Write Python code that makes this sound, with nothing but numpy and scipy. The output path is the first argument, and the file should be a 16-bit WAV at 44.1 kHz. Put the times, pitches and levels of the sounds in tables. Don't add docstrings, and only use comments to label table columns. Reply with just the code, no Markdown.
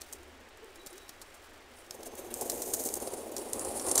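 import sys
import numpy as np
from scipy import signal
from scipy.fft import rfft, irfft
from scipy.io import wavfile
from scipy.ndimage import uniform_filter1d

SR = 44100
rng = np.random.default_rng(int(sys.argv[2]) if len(sys.argv) > 2 else 0)


def output_pcm(signal):
    pcm = np.clip(np.atleast_2d(signal).T, -1, 1) * 32767
    wavfile.write(sys.argv[1], SR, np.round(pcm).astype(np.int16))


N = 176400

BARBS_PER_S = 5000


def undb(db):
    return 10 ** (np.asarray(db) / 20)


def unit(x):
    return x / np.sqrt(np.mean(x ** 2))


def clock():
    return np.arange(N) / SR


def fader(rows):
    return undb(np.interp(clock(), *np.array(rows).T))


def noise():
    return rng.standard_normal(N)


def walk(rate_hz):
    hold = int(SR / rate_hz)
    steps = np.repeat(rng.standard_normal(N // hold + 1), hold)
    return unit(uniform_filter1d(steps, hold)[:N])


def colour(x, points):
    size = 4096
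    hz, db = np.array(points).T
    bins_hz = np.arange(size // 2 + 1) * SR / size
    gain = unit(undb(np.interp(np.log(bins_hz + 1), np.log(hz), db)))
    cepstrum = irfft(np.log(gain))
    cepstrum[1:size // 2] *= 2
    cepstrum[size // 2 + 1:] = 0
    return signal.fftconvolve(x, irfft(np.exp(rfft(cepstrum))))[:N]


def crackle(per_s, scatter_db):
    sizes = undb(scatter_db * np.clip(noise(), -3, 2.6))
    return unit((rng.random(N) < per_s / SR) * np.sign(noise()) * sizes)


def arch(start, length):
    return np.sqrt(np.sin(np.pi * np.clip((clock() - start) / length, 0, 1)))


def wavering_phase(hz, depth, rate_hz):
    return 2 * np.pi * np.cumsum(hz * (1 + depth * walk(rate_hz))) / SR


def town():
    # freq_hz, gain_db
    wash_eq = [(25, 5), (50, -3), (78, 3), (110, -7.5), (165, -16), (250, -0.5), (450, 0), (900, -3),
               (2000, -5), (3200, -9.5), (4500, -15), (8000, -20), (11000, -33), (15000, -37)]
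    # time_s, level_db
    hum_levels = [(0, -65), (.4, -63), (.55, -80), (4, -64)]
    wash = undb(-55 + .5 * walk(2.3)) * colour(noise(), wash_eq)
    hum = unit(np.sin(wavering_phase(hz=73.5, depth=.073, rate_hz=18)))
    return wash + hum * fader(hum_levels)


def leaves():
    # time_s, level_db
    feeding = [(0, -58.5), (.15, -62), (.3, -67.5), (.55, -72), (.7, -65.5), (.84, -63), (.95, -59),
               (1.15, -64), (1.45, -64), (1.68, -67), (1.8, -61.5), (2.3, -58.5), (4, -55)]
    # freq_hz, gain_db
    leaf_eq = [(800, -8), (3000, -5), (6000, 0), (9500, 1), (12000, -2), (15500, -6.5)]
    t, ring_s = clock()[:SR // 20], .0063
    crinkle = rng.standard_normal(len(t)) * np.exp(-t / ring_s)
    steps = signal.fftconvolve(crackle(per_s=410, scatter_db=3), crinkle)[:N]
    return colour(unit(steps) * fader(feeding), leaf_eq)


def wingbeats(birds, beat_hz=8.5, puff_cycles=.058, swish_cycles=.094):
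    def envelope(power, wash):
        return np.sqrt((power / uniform_filter1d(power, SR // 6) + wash) / (1 + wash))

    puffs = swishes = 0
    for _ in range(birds):
        rate = beat_hz * np.exp(.15 * (rng.standard_normal() + .5 * walk(2.024)))
        phase = (rng.random() + np.cumsum(rate) / SR) % 1 - .5
        power = undb(-walk(5)) ** 2
        puffs += power * np.exp(-(phase / puff_cycles) ** 2)
        swishes += power * np.exp(-(phase / swish_cycles) ** 2)
    return envelope(puffs, wash=1), envelope(swishes, wash=.15)


def near_strokes():
    # middle_s, half_width_s, puff_db, swish_db
    strokes = [(0.015, .006, -59.5, -59), (0.139, 0.016, -57.5, -60), (0.759, 0.0053, -57, -72),
               (.864, .008, -52, -61), (0.909, 0.0073, -55, -55), (1.788, 0.028, -81, -60),
               (1.92, 0.0036, -60, -60), (1.949, 0.0064, -45, -50), (2.068, 0.0075, -42, -44),
               (2.19, .012, -43.5, -45.5), (2.319, 0.0059, -42.5, -62), (2.421, 0.0092, -35.5, -41),
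               (2.50, 0.0041, -52, -44), (2.542, 0.016, -41, -42), (2.661, 0.0071, -62, -40.5),
               (2.78, 0.0036, -42, -46), (2.806, 0.0088, -39.5, -40), (2.861, 0.0023, -35, -35),
               (2.971, 0.0051, -40, -37.5), (3.025, 0.0066, -37.5, -39), (3.079, .007, -38.5, -43),
               (3.135, 0.011, -38, -52), (3.321, 0.0036, -46, -44), (3.42, .008, -43, -47),
               (3.471, 0.0062, -39, -60), (3.564, 0.0097, -38, -44.5), (3.69, 0.005, -34, -39),
               (3.773, 0.015, -41.5, -38), (3.883, 0.0041, -34, -40), (3.917, 0.0053, -32, -30.5),
               (3.986, 0.004, -39, -36), (3.995, 0.0071, -51, -43)]
    t = clock()
    air, feathers = np.zeros((2, N))
    for middle, half, puff_db, swish_db in strokes:
        span = slice(*np.searchsorted(t, [middle - 3 * half, middle + 3 * half]))
        stroke = np.exp(-((t[span] - middle) / half) ** 2)
        air[span] += stroke * undb(puff_db) ** 2
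        feathers[span] += stroke * undb(swish_db) ** 2
    return air, feathers


def wings():
    # time_s, level_db
    air_levels = [(0, -76), (1.86, -64.5), (1.95, -51.5), (2.3, -48.5), (2.45, -42.5), (2.7, -43.5),
                  (2.85, -43), (3.1, -43.5), (3.3, -43.5), (3.52, -44.5), (3.62, -41), (3.8, -41),
                  (4, -36.5)]
    flurry_levels = [(1.85, -105), (1.97, -66), (2.12, -72), (2.2, -58), (2.3, -58), (2.37, -47.5),
                     (2.45, -44.5), (2.53, -48), (2.59, -45.5), (2.66, -41.5), (2.71, -44), (2.76, -40.5),
                     (2.85, -38.5), (2.92, -43), (3.0, -50.5), (3.2, -57), (4, -51)]
    take_off_levels = [(2.7, -93), (2.97, -52.5), (3.1, -46.5), (3.2, -51.5), (3.3, -60), (3.35, -71),
                       (3.39, -47.5), (3.51, -52.5), (3.62, -41), (3.71, -46.5), (3.8, -44), (3.89, -36.5),
                       (3.94, -38), (4, -30.5)]
    # freq_hz, gain_db
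    air_eq = [(25, -21), (60, -13), (85, -11.5), (125, -13), (165, -26), (225, -2.5), (320, 1), (520, -0.5),
              (800, -5.5), (1050, -14.5), (1350, -33), (2200, -27), (4000, -31), (9000, -55)]
    flurry_eq = [(1000, -37), (3200, -22.5), (4500, -16), (5700, -12), (6400, -2.5), (8000, -3.5),
                 (9500, -1), (11200, -8.5), (12700, -4.5), (13500, -7), (14300, -4), (15500, -15)]
    take_off_eq = [(1000, -28), (3000, -30), (4500, -12.5), (6300, -14.5), (7400, -5), (8300, -4.5),
                   (9300, 4), (10700, -3), (12000, -16), (15500, -26)]
    rush_eq = [(300, -44), (750, -2.5), (1100, -2), (1450, -13), (2200, -22.5), (5000, -26)]
    puffs, swishes = wingbeats(birds=7)
    near_air, near_feathers = near_strokes()
    flurry, take_off = fader(flurry_levels), fader(take_off_levels)
    push = np.sqrt((puffs * fader(air_levels)) ** 2 + near_air)
    air = colour(noise() * push, air_eq)
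    rush = colour(noise() * puffs * take_off, rush_eq) * undb(-6.5)
    rub = np.sqrt(swishes ** 2 + near_feathers / (flurry ** 2 + take_off ** 2))
    rustle = colour(crackle(BARBS_PER_S, scatter_db=3) * rub * flurry, flurry_eq)
    rustle += colour(crackle(BARBS_PER_S, scatter_db=3) * rub * take_off, take_off_eq)
    return air + rush + rustle


def snaps_and_pecks(rise_s=.0006, tick=.47, dull_from_s=3.45):
    # start_s, decay_s, level_db (before trim), crack_db (relative to the click)
    clicks = [(.010, 0.0044, -49, -7), (.0168, 0.0027, -44, 1), (.1258, 0.0068, -40, -8.5),
              (.1325, 0.0018, -42, -14), (.231, .002, -59, -14), (.487, .004, -62, -12),
              (.572, .003, -58.5, -16), (.643, 0.0037, -57.5, -10), (.757, 0.0031, -52.5, -4),
              (.862, 0.007, -43.5, -6), (.869, 0.0034, -46, -4), (.928, .005, -51.5, -9),
              (.979, .006, -50, -4.5), (1.092, .005, -45, -1.5), (1.215, 0.007, -45, -3.5),
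              (1.342, 0.011, -52, -10), (1.908, 0.0023, -42, 0.5), (2.031, .003, -46, -6),
              (2.152, .004, -47.5, -17), (2.340, 0.0031, -34, -28), (2.410, 0.012, -31.5, -21),
              (2.497, 0.007, -27, -10.5), (2.518, 0.0025, -37.5, -8), (2.619, 0.0097, -31, -12.5),
              (2.736, .007, -24, -17), (2.798, 0.0012, -37, -25), (2.837, 0.0036, -34, -29),
              (2.852, 0.0039, -34.5, -26), (2.862, 0.005, -35, -27), (2.888, 0.0036, -36.5, -10),
              (2.939, .003, -29.5, -37), (2.954, 0.0032, -37, -23), (3.001, .002, -42.5, -25),
              (3.073, 0.0033, -48.5, 1.5), (3.137, 0.0042, -41, -10), (3.365, 0.006, -34.5, -6),
              (3.381, 0.0012, -38, -17), (3.532, 0.0029, -28.5, -22), (3.594, 0.0024, -35.5, -16),
              (3.612, .003, -46, -25), (3.648, 0.0045, -38, -16), (3.688, .004, -52, -20),
              (3.796, 0.0045, -37, -4.5), (3.839, .003, -53, -20), (3.866, .002, -39, -20),
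              (3.884, 0.0073, -35, -15), (3.895, 0.0033, -37, -22), (3.9135, .002, -26, -32),
              (3.953, .004, -27.5, -23), (3.9565, .002, -23.5, -29), (3.9772, 0.0081, -19, -10),
              (3.992, 0.0041, -33.5, -1.5)]
    # freq_hz, gain_db
    click_eq = [(500, -21), (3000, -22), (4500, -12.5), (6500, -1), (9000, 1.5), (11000, -4.5),
                (13000, -4.5), (15500, -7.5)]
    crack_eq = [(150, 0), (500, 2), (1200, -0.5), (2700, -8.5), (4300, 2.5), (6000, 3.5), (9000, -14),
                (15000, -48)]
    size = 2600
    t = np.arange(size) / SR
    trim = np.sqrt(.006 * SR) * undb(.5)
    bright, dull, cracks = np.zeros((3, N + size))
    ripples, body = crackle(BARBS_PER_S, scatter_db=4.5), noise()
    for k, (start, decay, db, crack_db) in enumerate(clicks):
        fade = np.exp(-t / decay) * (1 - np.exp(-t / rise_s))
        burst, crack = (x[k * size:(k + 1) * size] * fade for x in (ripples, body))
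        burst /= np.linalg.norm(burst)
        burst[int(2 * rise_s * SR)] += tick
        gain, i = trim * undb(db), int(start * SR)
        bus = bright if start < dull_from_s else dull
        bus[i:i + size] += gain * burst / np.linalg.norm(burst)
        cracks[i:i + size] += gain * undb(crack_db) * crack / np.linalg.norm(crack)
    dull_eq = [(hz, db - 9.5 * (hz > 11500)) for hz, db in click_eq]
    return colour(bright[:N], click_eq) + colour(dull[:N], dull_eq) + colour(cracks[:N], crack_eq)


def coos(overtone_db=-18, roughness=.97):
    # start_s, length_s, from_hz, to_hz, level_db
    calls = [(0.138, 0.2, 360, 333, -62), (0.262, 0.18, 286, 259, -60.5), (0.516, .2, 399, 394, -58.5),
             (0.645, 0.22, 385, 381.5, -56.5), (0.863, 0.19, 392, 377, -58.5)]
    out = np.zeros(N)
    for start, length, from_hz, to_hz, db in calls:
        glide = np.interp(clock(), [start, start + length], [from_hz, to_hz])
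        phase = wavering_phase(glide, depth=.075, rate_hz=59.88)
        voice = np.sin(phase) + undb(overtone_db) * np.sin(2 * phase)
        voice *= 1 + roughness * walk(70)
        out += unit(voice) * arch(start, length) * undb(db)
    return out


def squeal():
    # start_s, length_s, pitch_hz, level_db
    tones = [(.74, 0.49, 3880, -70), (0.782, .045, 3900, -63), (.94, .19, 5500, -73)]
    out = np.zeros(N)
    for start, length, hz, db in tones:
        tone = np.sin(wavering_phase(hz, depth=.0028, rate_hz=230))
        out += unit(tone) * arch(start, length) * undb(db + 3.8 * walk(20))
    return out


def feather_whistles(width_hz=350):
    # start_s, length_s, pitch_hz, level_db
    whistles = [(1.9, 0.48, 6300, -65.5), (2.6, 0.64, 6420, -60), (2.15, .28, 12000, -69),
                (2.42, .45, 13500, -66)]
    out = np.zeros(N)
    for start, length, hz, db in whistles:
        phase = 2 * np.pi * hz * clock()
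        airy = np.sin(phase) * walk(width_hz) + np.cos(phase) * walk(width_hz)
        out += unit(airy) * arch(start, length) * undb(db)
    return out


def feather_zips(jitter=.027, glide=.045):
    # start_s, length_s, mean_clicks_per_s, level_db
    slides = [(1.927, 0.02, 580, -62), (2.046, 0.027, 560, -54), (2.173, 0.024, 550, -51.5),
              (2.301, .022, 550, -48.5)]
    # freq_hz, gain_db
    zip_eq = [(400, -2), (1000, -5), (2500, 1), (3800, 1), (5000, -12), (6400, -10), (10000, 3.5),
              (15000, -5)]
    t, out = clock(), np.zeros(N)
    unsteady = 1 + jitter * walk(400)
    for start, length, rate, db in slides:
        span = slice(*np.searchsorted(t, [start, start + length]))
        along = (t[span] - start) / length
        cycles = np.cumsum(rate * (1 + glide * (along - .5)) * unsteady[span]) / SR
        clicks = np.diff(np.floor(cycles), prepend=0)
        out[span] += unit(clicks * np.sin(np.pi * along)) * undb(db)
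    return colour(out, zip_eq)


def yard(x, t60_s=.12, level_db=-14.5):
    t = clock()[:SR // 2]
    tail = rng.standard_normal(len(t)) * undb(-60 * t / t60_s)
    return undb(level_db) * signal.fftconvolve(x, tail / np.linalg.norm(tail))[:N]


def scene():
    birds = wings() + feather_whistles() + feather_zips() + snaps_and_pecks() + leaves() + coos()
    return (birds + yard(birds) + town() + squeal())[None]


def record(dry):
    top_hz = 15600
    return signal.sosfilt(signal.ellip(10, .2, 70, top_hz, fs=SR, output="sos"), dry)


dry = scene()
out = record(dry)
output_pcm(out)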